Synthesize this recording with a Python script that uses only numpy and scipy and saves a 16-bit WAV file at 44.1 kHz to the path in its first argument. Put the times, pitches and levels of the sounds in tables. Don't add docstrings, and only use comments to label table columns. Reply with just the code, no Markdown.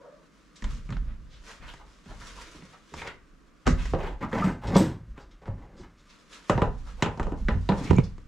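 import sys
import numpy as np
from scipy import signal
from scipy.fft import rfft, irfft
from scipy.io import wavfile
from scipy.ndimage import uniform_filter1d

SR = 44100
rng = np.random.default_rng(int(sys.argv[2]) if len(sys.argv) > 2 else 0)


def persist_wave(psi):
    counts = np.round(np.clip(psi, -1, 1) * 32767).astype(np.int16)
    wavfile.write(sys.argv[1], SR, np.atleast_2d(counts).T)


N = 364707
TIME = np.arange(N) / SR

# start_s, level_db, crack_offset_db, tick_offset_db, left_minus_right_db, ring_hz, crack_hz
PAN_KNOCKS = [(0.622, -43, -4, -7, -2, 330, 1910), (0.641, -38.5, -1, -6, 3, 1500, 3470),
              (0.89, -40, -8.5, -20, -2, 330, 1500), (0.904, -42, -5, -10, 0, 1200, 1420),
              (0.923, -42.5, 0, -12, 5, 1500, 3500), (0.967, -45, -3.5, -37, 0, 1210, 1470),
              (1.737, -43.5, -5, -10.5, 1, 1700, 1870), (2.058, -44.5, -12, -28, -4, 330, 1530),
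              (2.548, -46.5, -28, -30, 0, 330, 1500), (2.622, -43.5, -9.5, -22, -5, 300, 1800),
              (2.938, -34, -7.5, -12.5, -2.5, 1000, 1100), (3.017, -37, 0.5, -15, -3, 1780, 2000),
              (3.073, -39, -1.5, -7, -2, 600, 2100), (3.667, -18, -7, -14.5, 8, 1200, 1340),
              (3.675, -18, -13.5, -15, -22, 484, 1480), (3.854, -39, -3, -9, -10, 1500, 2200),
              (3.935, -13.5, -28, -51, -1.5, 425, 1300), (3.948, -25, -19.5, -41, -1, 460, 1800),
              (4.328, -22.5, -14.5, -28, -9, 670, 1800), (4.756, -5, -32, -42, -1, 500, 1500),
              (4.766, -22, -31, -15.5, -3, 500, 4000), (5.177, -37, -15, -26, -3, 350, 1500),
              (5.456, -43.5, -8, -27, 3, 546, 1510), (5.478, -30.5, -25, -37, -3, 781, 1500),
              (6.496, -8.5, -14.5, -23, -1.5, 610, 1300), (6.577, -13, -23.5, -41, -0.5, 840, 1800),
              (6.618, -9.5, -20, -34, -1.5, 760, 1180), (7.023, -12, -11.5, -17.5, -1, 890, 3100),
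              (7.060, -16.5, -19.5, -33, 1, 880, 2580), (7.174, -28.5, -30, -31, -2.5, 696, 1500),
              (7.196, -16.5, -20, -29, 0, 885, 1370), (7.229, -36, -9, -14, 4, 900, 2880),
              (7.268, -22.5, -32, -37, -1, 485, 1490), (7.320, -24.5, -26, -36, -1, 816, 1190),
              (7.484, -17, -12.5, -30, -1, 1500, 1770), (7.689, -9, -21, -35, -1, 835, 3920),
              (7.720, -20, -19.5, -34, 3, 905, 1790), (7.908, -14, -20.5, -27, -15.5, 990, 2100),
              (7.931, -21, -34, -32, -12, 420, 2400), (7.955, -35.5, -21, -21, -25, 1050, 2400),
              (7.983, -15.5, -21, -30, -11.5, 400, 2780), (7.994, -27, -19, -44, -20, 400, 2600),
              (8.18, -42.5, -13.5, -20, 1, 455, 1800)]
# start_s, level_db, bounce_hz
BUFFER_THUMPS = [(0.623, -36, 223), (0.89, -26, 152), (0.911, -24, 133.5), (1.608, -47, 110),
                 (2.063, -39, 196), (2.547, -42.5, 308), (2.585, -45, 360), (2.623, -44, 186),
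                 (2.92, -41, 420), (2.966, -38, 82), (3.674, -12.5, 244), (3.699, -15, 162.4),
                 (3.722, -20.5, 81), (3.92, -23.5, 74.6), (3.935, -20, 496), (4.36, -21, 200),
                 (4.401, -18.5, 193), (4.442, -13, 187), (4.681, -19.5, 95.5), (4.755, -17, 113.5),
                 (4.758, -2.5, 194.8), (4.774, -21.5, 527), (5.487, -21, 101), (5.484, -34, 236),
                 (5.798, -36.5, 353), (6.499, -45.5, 404), (6.551, -17.5, 123.6), (6.619, -21.5, 89),
                 (7.024, -23.5, 222), (7.066, -27, 102), (7.201, -22, 55.7), (7.321, -24, 281),
                 (7.485, -21, 218.3), (7.516, -15, 54.6), (7.551, -16.5, 89), (7.691, -11.5, 194),
                 (7.717, -14.5, 199), (7.899, -9.5, 112.4), (7.911, -2.5, 98), (7.928, -6, 187),
                 (7.97, -7.5, 145.7), (7.986, -2.5, 134.5), (7.988, -12, 239), (8.032, -20.5, 95)]
# start_s, length_s, rasp_db, judder_db
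PAN_SCRAPES = [(2.946, 0.032, -59, -48), (3.016, 0.062, -42.5, -73), (3.983, 0.12, -36.5, -42.5),
               (4.204, 0.034, -36, -31.5), (4.332, 0.07, -30, -28), (4.435, 0.045, -33, -28.5),
               (4.634, 0.1, -34.5, -27), (4.741, 0.062, -39.5, -26.5), (4.786, 0.12, -42.5, -28.5),
               (5.415, 0.0076, -52.5, -53), (5.461, 0.026, -45.5, -58), (5.566, 0.099, -54, -49.5),
               (5.7, 0.13, -56, -50.5), (7.748, 0.19, -43, -34.5)]
# start_s, level_db, rattle_decay_s
LATCH_CATCHES = [(4.442, -41, 0.015), (4.764, -25.5, 0.045), (7.928, -62, 0.0036)]
# start_s, level_db, length_s, centre_hz, spread_octaves
SEAT_CREAKS = [(1.681, -48.5, 0.022, 3120, 0.15), (2.103, -47.5, 0.02, 910, 1.1),
               (2.208, -47, 0.022, 1400, 0.55), (2.367, -47.5, 0.021, 1120, 0.33),
               (2.975, -45.5, 0.028, 2330, .12), (4.0, -46.5, 0.081, 1700, 0.96),
               (4.213, -41.5, 0.019, 1500, 0.59), (4.229, -34, 0.015, 990, 0.8),
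               (4.317, -36.5, 0.09, 1170, 1.15), (4.422, -44, 0.059, 1440, 0.84),
               (4.744, -39, 0.012, 1380, 0.67), (7.851, -46, 0.032, 2300, 0.24),
               (7.895, -37, 0.013, 2620, 0.16)]
# start_s, level_db, length_s, pitch_hz
SEAT_SQUEAKS = [(4.418, -25, 0.016, 1225), (4.481, -34, 0.013, 1506), (7.961, -35.5, 0.048, 2336),
                (7.963, -39, 0.0068, 6900)]
# peak_s, level_db, length_s, centre_hz
HAND_SCUFFS = [(0.563, -51, 0.014, 5000), (0.668, -57, 0.041, 1850), (0.738, -58, 0.028, 6000),
               (1.08, -59, 0.077, 1560), (1.335, -57, 0.071, 3640), (1.492, -49.5, 0.047, 1700),
               (1.632, -49, 0.053, 1680), (1.684, -49, 0.018, 1500), (1.801, -48.5, 0.022, 880),
               (2.095, -52.5, 0.047, 1140), (2.738, -51, 0.018, 1210), (3.07, -38.5, 0.018, 2010),
               (3.663, -34, 0.013, 1390), (3.69, -42.5, 0.039, 7150), (3.795, -44.5, 0.038, 2100),
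               (4.626, -43.5, 0.024, 900), (4.674, -41, 0.013, 4300), (4.754, -34, 0.019, 3480),
               (5.183, -50.5, 0.045, 1180), (5.209, -62.5, 0.035, 4460), (5.315, -56.5, 0.011, 3470),
               (5.789, -58.5, 0.049, 4940), (5.834, -48.5, 0.013, 1000), (5.99, -63.5, 0.043, 4000),
               (6.1, -53.5, 0.02, 3500), (6.322, -51, 0.032, 3500), (6.874, -53, 0.034, 1230),
               (7.003, -46, 0.043, 600), (8.039, -48, 0.011, 5440), (8.055, -65, 0.0057, 6000)]
# peak_s, level_db, length_s
ARM_SWEEPS = [(0.143, -72.5, 11.4), (0.705, -58, 0.34), (1.487, -53, 0.15), (1.684, -58, 0.23),
              (2.322, -51.5, 0.66), (2.98, -48, 0.14), (3.846, -51, 0.24), (4.404, -52.5, 0.21),
              (4.79, -41.5, 0.093), (6.135, -60.5, 0.26), (6.34, -52, 0.1), (6.515, -54, 0.19),
              (6.934, -63, 1), (7.52, -64.5, 1.2), (7.817, -49, 0.26)]
# start_s, level_db
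BIKE_SHOVES = [(0.621, -23), (0.929, -24), (1.59, -38.5), (2.091, -32.5), (2.5, -62), (2.94, -44.5),
               (3.28, -53), (3.656, -18), (3.92, -28), (4.33, -33), (4.64, -30), (4.76, -49), (5.07, -38),
               (5.459, -35), (6.51, -26), (6.64, -25.5), (6.92, -38), (7.2, -21.5), (7.4, -22),
               (7.5, -27.5), (7.89, -24.5)]
# time_s, pitch_hz, level_db
HOOT_CURVE = [(0, 526.6, -48.5), (0.061, 542.5, -51.5), (.13, 569, -54), (.18, 531, -62.5), (.23, 548, -63)]

# pitch_hz, level_db, t60_s
FRONT_SEAT_MODES = [(281, 2, 0.07), (372.6, -3.5, 0.39), (429, 6, 0.072), (536, 3.5, 0.14),
                    (800, 0, 0.0066), (953, 1, 0.059), (954, 0.5, 0.038), (1200, -3, 0.024),
                    (1550, -6.5, 0.049), (1660, -32, 0.032), (2020, -8, 0.05)]
REAR_SEAT_MODES = [(242, -3, 0.15), (426, 2, 0.2), (470, 6, 0.14), (526, -4.5, 0.27), (593, -1, 0.11),
                   (809.4, 1.5, 0.12), (917, 0, 0.062), (1020, 0.5, 0.11), (1160, -14, 0.06),
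                   (1530, -12.5, 0.12), (1760, -7, 0.066)]
BIKE_FRAME_MODES = [(66.4, 10, 0.41), (93, 5.5, 0.74), (110, 1, 1), (148.3, 10, 0.36), (177.5, 7, 0.5),
                    (201, 10, 0.26), (241.8, 8, 0.36), (380, -5.5, 0.32)]
STEEL_MODES = [(3920, -14, .1), (4575, -6, .12), (5680, -1, .12), (7160, -12, .1), (7690, 0, 0.13),
               (7950, 2, 0.13), (8220, 1, 0.12), (8520, -2, 0.12)]

# frequency_hz, level_db
KNOCK_SPECTRUM = [(150, -23), (350, 13.5), (600, 18), (1150, 10.5), (1700, -9), (3300, -14), (6000, -60),
                  (12000, -77)]
CRACK_SPECTRUM = [(300, -54), (900, 15.5), (1400, 9.5), (1900, 10.5), (2800, 4.5), (4200, 2), (6000, -3.5),
                  (10000, -43.5), (16000, -70)]
TICK_SPECTRUM = [(500, -53), (2500, 4), (4200, 16), (5500, 13.5), (7300, 9.5), (9000, -5.5), (11000, -18),
                 (16000, -30)]
BODY_SPECTRUM = [(20, -63.5), (90, 1.5), (170, 1.5), (270, -2), (400, 2), (700, -16.5), (2000, -56),
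                 (8000, -73)]
RASP_SPECTRUM = [(160, 0.5), (280, -13.5), (446, 7.5), (573, 4.5), (623, -4), (899, 2), (1410, -9.5),
                 (1780, -9.5), (3350, -22), (7330, -31), (11100, -47), (13800, -44), (15000, -64)]
JUDDER_SPECTRUM = [(50, -56), (100, 0.5), (185, 6), (250, 3.5), (340, -3), (600, -62)]
RATTLE_SPECTRUM = [(1000, 5), (2500, 2.5), (4500, 2.5), (8300, -4.5), (10500, -15.5), (12400, -12.5),
                   (13600, -21), (15500, -34)]
JINGLE_SPECTRUM = [(3000, -40), (7200, -19), (7700, 2), (8000, 0), (8450, -4), (9000, -20), (11000, -32),
                   (11800, -14.5), (12700, -15), (13500, -36), (15000, -48)]
RUSTLE_SPECTRUM = [(120, -65), (200, 1), (240, -17.5), (310, -12), (454, -5), (715, -13.5), (783, -21),
                   (1030, -6), (2650, -10.5), (6590, -14), (10800, -28), (12200, -33), (15500, -60)]
SWAY_SPECTRUM = [(12, -34.5), (25, 2), (38, -2), (52, 0.5), (75, -18), (130, -19.5), (250, -25.5),
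                 (600, -81)]
AIR_SPECTRUM = [(35, -24), (60, -16), (93, -32), (156, 0.5), (253, -5.5), (298, -0.5), (368, -11),
                (533, -11.5), (849, -23.5), (1170, -11), (3500, -29.5), (6260, -32.5), (15500, -50)]

# frequency_hz, t60_s
GARAGE_DECAY = [(100, 0.5), (260, 0.23), (700, 0.3), (1840, 0.29), (4850, 0.19), (12000, 0.16)]
# frequency_hz, side_minus_mid_db
GARAGE_WIDTH = [(100, -7), (300, -16.5), (700, -10), (1500, -8.5), (3000, -4.5), (12000, -6)]

REAR_S, SHUT_S = 6.0, 7.9
SHUT_ROOM_DB = -9.5


def knocks(knock_db=13, crack_db=26, tick_db=26, body_room_db=-5, edge_room_db=-3, travel_s=0.001392):
    near, far = np.zeros((2, N)), np.zeros(N)
    tick, body = click(TICK_SPECTRUM), click(BODY_SPECTRUM)
    for s, level_db, hard_db, top_db, pan_db, ring_hz, crack_hz in PAN_KNOCKS:
        room_db, body_db = (-1.5, 5) if s < SHUT_S else (SHUT_ROOM_DB, 9.5)
        knock = click(emphasised(KNOCK_SPECTRUM, ring_hz, lift_db=3, octaves=0.27))
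        crack = click(emphasised(CRACK_SPECTRUM, crack_hz, lift_db=5.5, octaves=0.36))
        shell = pan_ring(s, ring_hz)
        add(shell, 0, knock)
        shell = bend(amp(level_db + knock_db) * shell, travel_s)
        add(near, s, place(shell, pan_db))
        add(far, s, shell * amp(room_db))
        heave = bend(amp(level_db + knock_db + body_db) * body, travel_s)
        add(near, s, place(heave, pan_db))
        add(far, s, heave * amp(room_db + body_room_db))
        edge = amp(level_db) * (amp(crack_db + hard_db) * crack + amp(tick_db + top_db) * tick)
        add(near, s, bend(signal.fftconvolve(edge, chatter(decay_s=0.0043)), travel_s / 2))
        add(far, s, edge * amp(room_db + edge_room_db))
    return near, far


def pan_ring(s, ring_hz, focus_db_per_octave=6):
    modes, ring_db, detune = (FRONT_SEAT_MODES, -1, 0.027) if s < REAR_S else (REAR_SEAT_MODES, -2.5, 0.0074)
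    t60_share = 1 if s < SHUT_S else 0.52
    struck = [(hz, db - focus_db_per_octave * abs(np.log2(hz / ring_hz)), t60 * t60_share)
              for hz, db, t60 in modes]
    return amp(ring_db) * ring(struck, detune)


def thumps(squash_s=0.0028, reference_hz=150, frame_db=8.5, frame_db_per_db=0.64):
    out, t = np.zeros(N), TIME[:SR // 2]
    for s, db, hz in BUFFER_THUMPS:
        reference_t60_s, held_db = (0.15, 0) if s < SHUT_S else (0.067, -6)
        t60_s = reference_t60_s / np.sqrt(hz / reference_hz)
        bounce = np.sin(2 * np.pi * hz * t) * amp(-60 * t / t60_s) * (1 - np.exp(-t / squash_s))
        frame = amp(frame_db + frame_db_per_db * db + held_db) * ring(BIKE_FRAME_MODES, detune=0.014)
        add(out, s, amp(db) * bounce + frame)
    return out


def scrapes(rasp_gain_db=-1, judder_gain_db=-3, ring_db=-7, uneven_db=5):
    fine = slips(per_s=1200, scatter_db=2) * amp(uneven_db * np.tanh(walk(110)))
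    ringing = unit(signal.fftconvolve(fine, ring(FRONT_SEAT_MODES, detune=0.0031))[:N])
    rasp = unit(colour(fine, RASP_SPECTRUM) + amp(ring_db) * ringing)
    rasp = bend(rasp, travel_s=0.002116)
    judder = colour(slips(per_s=250, scatter_db=6.5), JUDDER_SPECTRUM)
    sliding, gripping = np.zeros(N), np.zeros(N)
    for s, length_s, rasp_db, judder_db in PAN_SCRAPES:
        add(sliding, s, amp(rasp_db + rasp_gain_db) * push(length_s))
        add(gripping, s, amp(judder_db + judder_gain_db) * push(length_s))
    return rasp * sliding + judder * gripping


def push(length_s, attack_s=0.0031, sag_db_per_s=13, release_db_per_s=341):
    t = TIME[:SR]
    fall_db = sag_db_per_s * t + release_db_per_s * np.maximum(t - length_s, 0)
    return np.minimum(t / attack_s, 1) * amp(-fall_db)


def latch(gain_db=23.5, ring_db=-14, jingle_db=-9):
    out = np.zeros(N)
    for s, db, rattle_decay_s in LATCH_CATCHES:
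        steel = amp(ring_db) * ring(STEEL_MODES, detune=0.0051)
        add(steel, 0, signal.fftconvolve(click(RATTLE_SPECTRUM), chatter(rattle_decay_s)))
        add(steel, 0, amp(jingle_db) * signal.fftconvolve(click(JINGLE_SPECTRUM), chatter(decay_s=0.04)))
        add(out, s, amp(db + gain_db) * steel)
    return out


def creaks(gain_db=21, slips_per_s=450, ring_cycles=2.1, scatter_db=4.5, start_db=-5.5, build_s=0.011):
    out, t = np.zeros(N), TIME[:SR // 50]
    for s, db, length_s, centre_hz, octaves in SEAT_CREAKS:
        for at in np.arange(0, length_s, 1 / slips_per_s):
            late, spot, force, polarity = rng.uniform(-1, 1, 4)
            hz = centre_hz * 2 ** (octaves * spot)
            grain = np.sin(2 * np.pi * hz * t) * np.exp(-hz * t / ring_cycles)
            grain *= np.sign(polarity) / np.linalg.norm(grain)
            slip_db = db + gain_db + scatter_db * force + start_db * np.exp(-at / build_s)
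            add(out, s + at + late / slips_per_s, amp(slip_db) * grain)
    return out


def squeaks(waver=0.045, rough_db=2.5):
    out = np.zeros(N)
    for s, db, length_s, hz in SEAT_SQUEAKS:
        size = int(length_s * SR)
        phase = 2 * np.pi * np.cumsum(hz * (1 + waver * walk(600)[:size])) / SR
        grip = unit(amp(rough_db * walk(415)[:size]))
        add(out, s, amp(db) * grip * np.sin(phase) * np.sqrt(np.hanning(size)))
    return out


def scuffs(gain_db=1, skirt_db=-8, crisp_db=-7, rise_share=0.3, fall_share=0.5):
    out, t = np.zeros(N), TIME[:SR // 2] - 1 / 4
    grains = unit(slips(per_s=2600, scatter_db=2)) + amp(crisp_db) * unit(slips(per_s=130, scatter_db=5))
    for s, db, length_s, hz in HAND_SCUFFS:
        upper_hz = min(hz * 1.77, 8000)
        band = click([(hz / 10, -24), (hz / 4, skirt_db), (hz, 0), (upper_hz, skirt_db), (13000, -42)])
        stretch = np.roll(grains, -int(s * SR))[:len(t)]
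        brush = unit(signal.fftconvolve(stretch, band)[:len(t)])
        width_s = length_s * np.where(t < 0, rise_share, fall_share)
        add(out, s + t[0], amp(db + gain_db) * brush * np.exp(-(t / width_s) ** 2 / 2))
    return out


def rustle(gain_db=4, flutter_db=2, rise_share=0.43, edge_db=-11.5):
    grains = slips(per_s=5000, scatter_db=6.5) * amp(flutter_db * walk(35))
    power = 0
    for peak_s, db, length_s in ARM_SWEEPS:
        away = np.maximum((peak_s - TIME) / rise_share, (TIME - peak_s) / (1 - rise_share)) / length_s
        power += amp(db + edge_db * away) ** 2
    return colour(grains, RUSTLE_SPECTRUM) * np.sqrt(power) * amp(gain_db)


def sway(gain_db=-3, rise_s=0.015, decay_db_per_s=49, rest_db=-61):
    mid, side = (colour(rng.standard_normal(N), SWAY_SPECTRUM) for _ in range(2))
    rocking = np.minimum(TIME / rise_s, 1) * amp(-decay_db_per_s * TIME)
    power = np.full(N, amp(rest_db) ** 2)
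    for s, db in BIKE_SHOVES:
        add(power, s, (amp(db) * rocking) ** 2)
    return spread(mid, side, side_db=-14) * np.sqrt(power) * amp(gain_db)


def hoot(waver=0.082, overtone_step_db=-9):
    s, hz, db = np.transpose(HOOT_CURVE)
    phase = 2 * np.pi * np.cumsum(np.interp(TIME, s, hz) * (1 + waver * walk(150))) / SR
    envelope = uniform_filter1d(amp(np.interp(TIME, s, db, left=-140, right=-140)), 200)
    return envelope * sum(amp(overtone_step_db * k) * np.sin((k + 1) * phase) for k in range(3))


def air(level_db=-62, wander_db=0.25):
    mid, side = (colour(rng.standard_normal(N), AIR_SPECTRUM) for _ in range(2))
    return spread(mid, side, side_db=-6) * amp(level_db + wander_db * walk(21))


def garage(x, build_s=0.00083):
    t = TIME[:int(.7 * SR)]
    octave = np.log2(np.clip(np.fft.rfftfreq(len(t), 1 / SR), 100, 12800) / 100)
    noise, tail = rfft(rng.standard_normal((2, len(t)))), 0
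    for k in range(8):
        hz = 100 * 2 ** k
        mid, side = irfft(noise * np.maximum(1 - abs(octave - k), 0), len(t))
        decay = amp(-60 * t / on_log_axis(GARAGE_DECAY, hz))
        tail += spread(mid, side, on_log_axis(GARAGE_WIDTH, hz)) * decay
    tail *= 1 - np.exp(-(t / build_s) ** 2)
    tail /= np.linalg.norm(tail.mean(axis=0))
    return signal.fftconvolve(x[None], tail, axes=1)[:, :N]


def moving_echoes(x, paths=3):
    shares = np.array([walk(90) for _ in range(paths)])
    shares /= np.sqrt(np.sum(shares ** 2, axis=0))
    return sum(garage(x * share) for share in shares)


def ring(modes, detune):
    t, y = TIME[:SR // 2], 0
    for k, (hz, db, t60) in enumerate(modes):
        pitch_hz = hz * (1 + detune * rng.standard_normal())
        y += (-1) ** k * amp(db - 60 * t / t60) * np.sin(2 * np.pi * pitch_hz * t)
    return y / np.linalg.norm(y)


def bend(x, travel_s):
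    hz = np.fft.rfftfreq(len(x), 1 / SR)
    return irfft(rfft(x) * np.exp(-4j * np.pi * travel_s * np.sqrt(1000 * hz)), len(x))


def chatter(decay_s):
    t = TIME[:SR // 4]
    burst = rng.standard_normal(len(t)) * np.exp(-t / decay_s)
    return burst / np.linalg.norm(burst)


def slips(per_s, scatter_db):
    releases = (rng.random(N) < per_s / SR) * rng.choice([-1, 1], N)
    return releases * amp(scatter_db * np.minimum(rng.exponential(size=N), 4))


def walk(rate_hz):
    size = int(SR / rate_hz)
    steps = np.repeat(rng.standard_normal(N // size + 1), size)
    return 1.2 * uniform_filter1d(steps, size)[:N]


def click(spectrum, size=8192):
    hz = np.fft.rfftfreq(size, 1 / SR)
    cepstrum = irfft(np.log(amp(on_log_axis(spectrum, hz))))
    cepstrum[1:size // 2] *= 2
    cepstrum[size // 2 + 1:] = 0
    pulse = irfft(np.exp(rfft(cepstrum)))
    return pulse / np.linalg.norm(pulse)


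def colour(x, spectrum):
    return unit(signal.fftconvolve(x, click(spectrum))[:N])


def emphasised(spectrum, centre_hz, lift_db, octaves):
    hz = np.geomspace(100, 16000, 80)
    bump_db = lift_db * np.exp(-(np.log2(hz / centre_hz) / octaves) ** 2)
    return np.column_stack([hz, on_log_axis(spectrum, hz) + bump_db])


def on_log_axis(points, hz):
    f, value = np.transpose(points)
    return np.interp(np.log(hz + 1e-3), np.log(f), value)


def amp(db):
    return 10 ** (np.asarray(db) / 20)


def unit(x):
    return x / np.sqrt(np.mean(x ** 2))


def add(track, s, sound):
    start = max(int(s * SR), 0)
    part = sound[..., :N - start]
    track[..., start:start + part.shape[-1]] += part


def place(x, pan_db):
    return x * amp(np.array([[pan_db], [-pan_db]]) / 2)


def spread(mid, side, side_db):
    return mid + amp(side_db) * side * np.array([[1], [-1]])


def scene(rub_near_db=-2, rub_room_db=-4, cloth_near_db=-6, cloth_room_db=-3, thump_room_db=-16):
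    knock_near, knock_far = knocks()
    rubbing = scrapes() + creaks() + squeaks() + latch()
    cloth = scuffs() + rustle()
    low = thumps()
    through_frame = place(low + sway(), pan_db=-1.5)
    near = knock_near + amp(rub_near_db) * rubbing + amp(cloth_near_db) * cloth + through_frame
    under_seat = amp(rub_room_db) * rubbing + amp(thump_room_db) * low
    escaping = amp(SHUT_ROOM_DB * uniform_filter1d(1.0 * (TIME > SHUT_S), 400))
    far = knock_far + escaping * under_seat + amp(cloth_room_db) * cloth + hoot()
    return near + moving_echoes(far) + air()


def record(dry, width_db=1, narrow_s=4.187, reopen_s=6.08, narrow_db_per_s=69, low_hz=20, top_hz=15700):
    left, right = dry
    narrowing_db = narrow_db_per_s * np.maximum(TIME - narrow_s, 0) * (TIME < reopen_s)
    out = spread((left + right) / 2, (left - right) / 2, width_db - np.minimum(narrowing_db, 42))
    out = signal.sosfilt(signal.butter(2, low_hz, "high", fs=SR, output="sos"), out)
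    return signal.sosfilt(signal.ellip(8, .2, 70, top_hz, fs=SR, output="sos"), out)


dry = scene()
out = record(dry)
persist_wave(out)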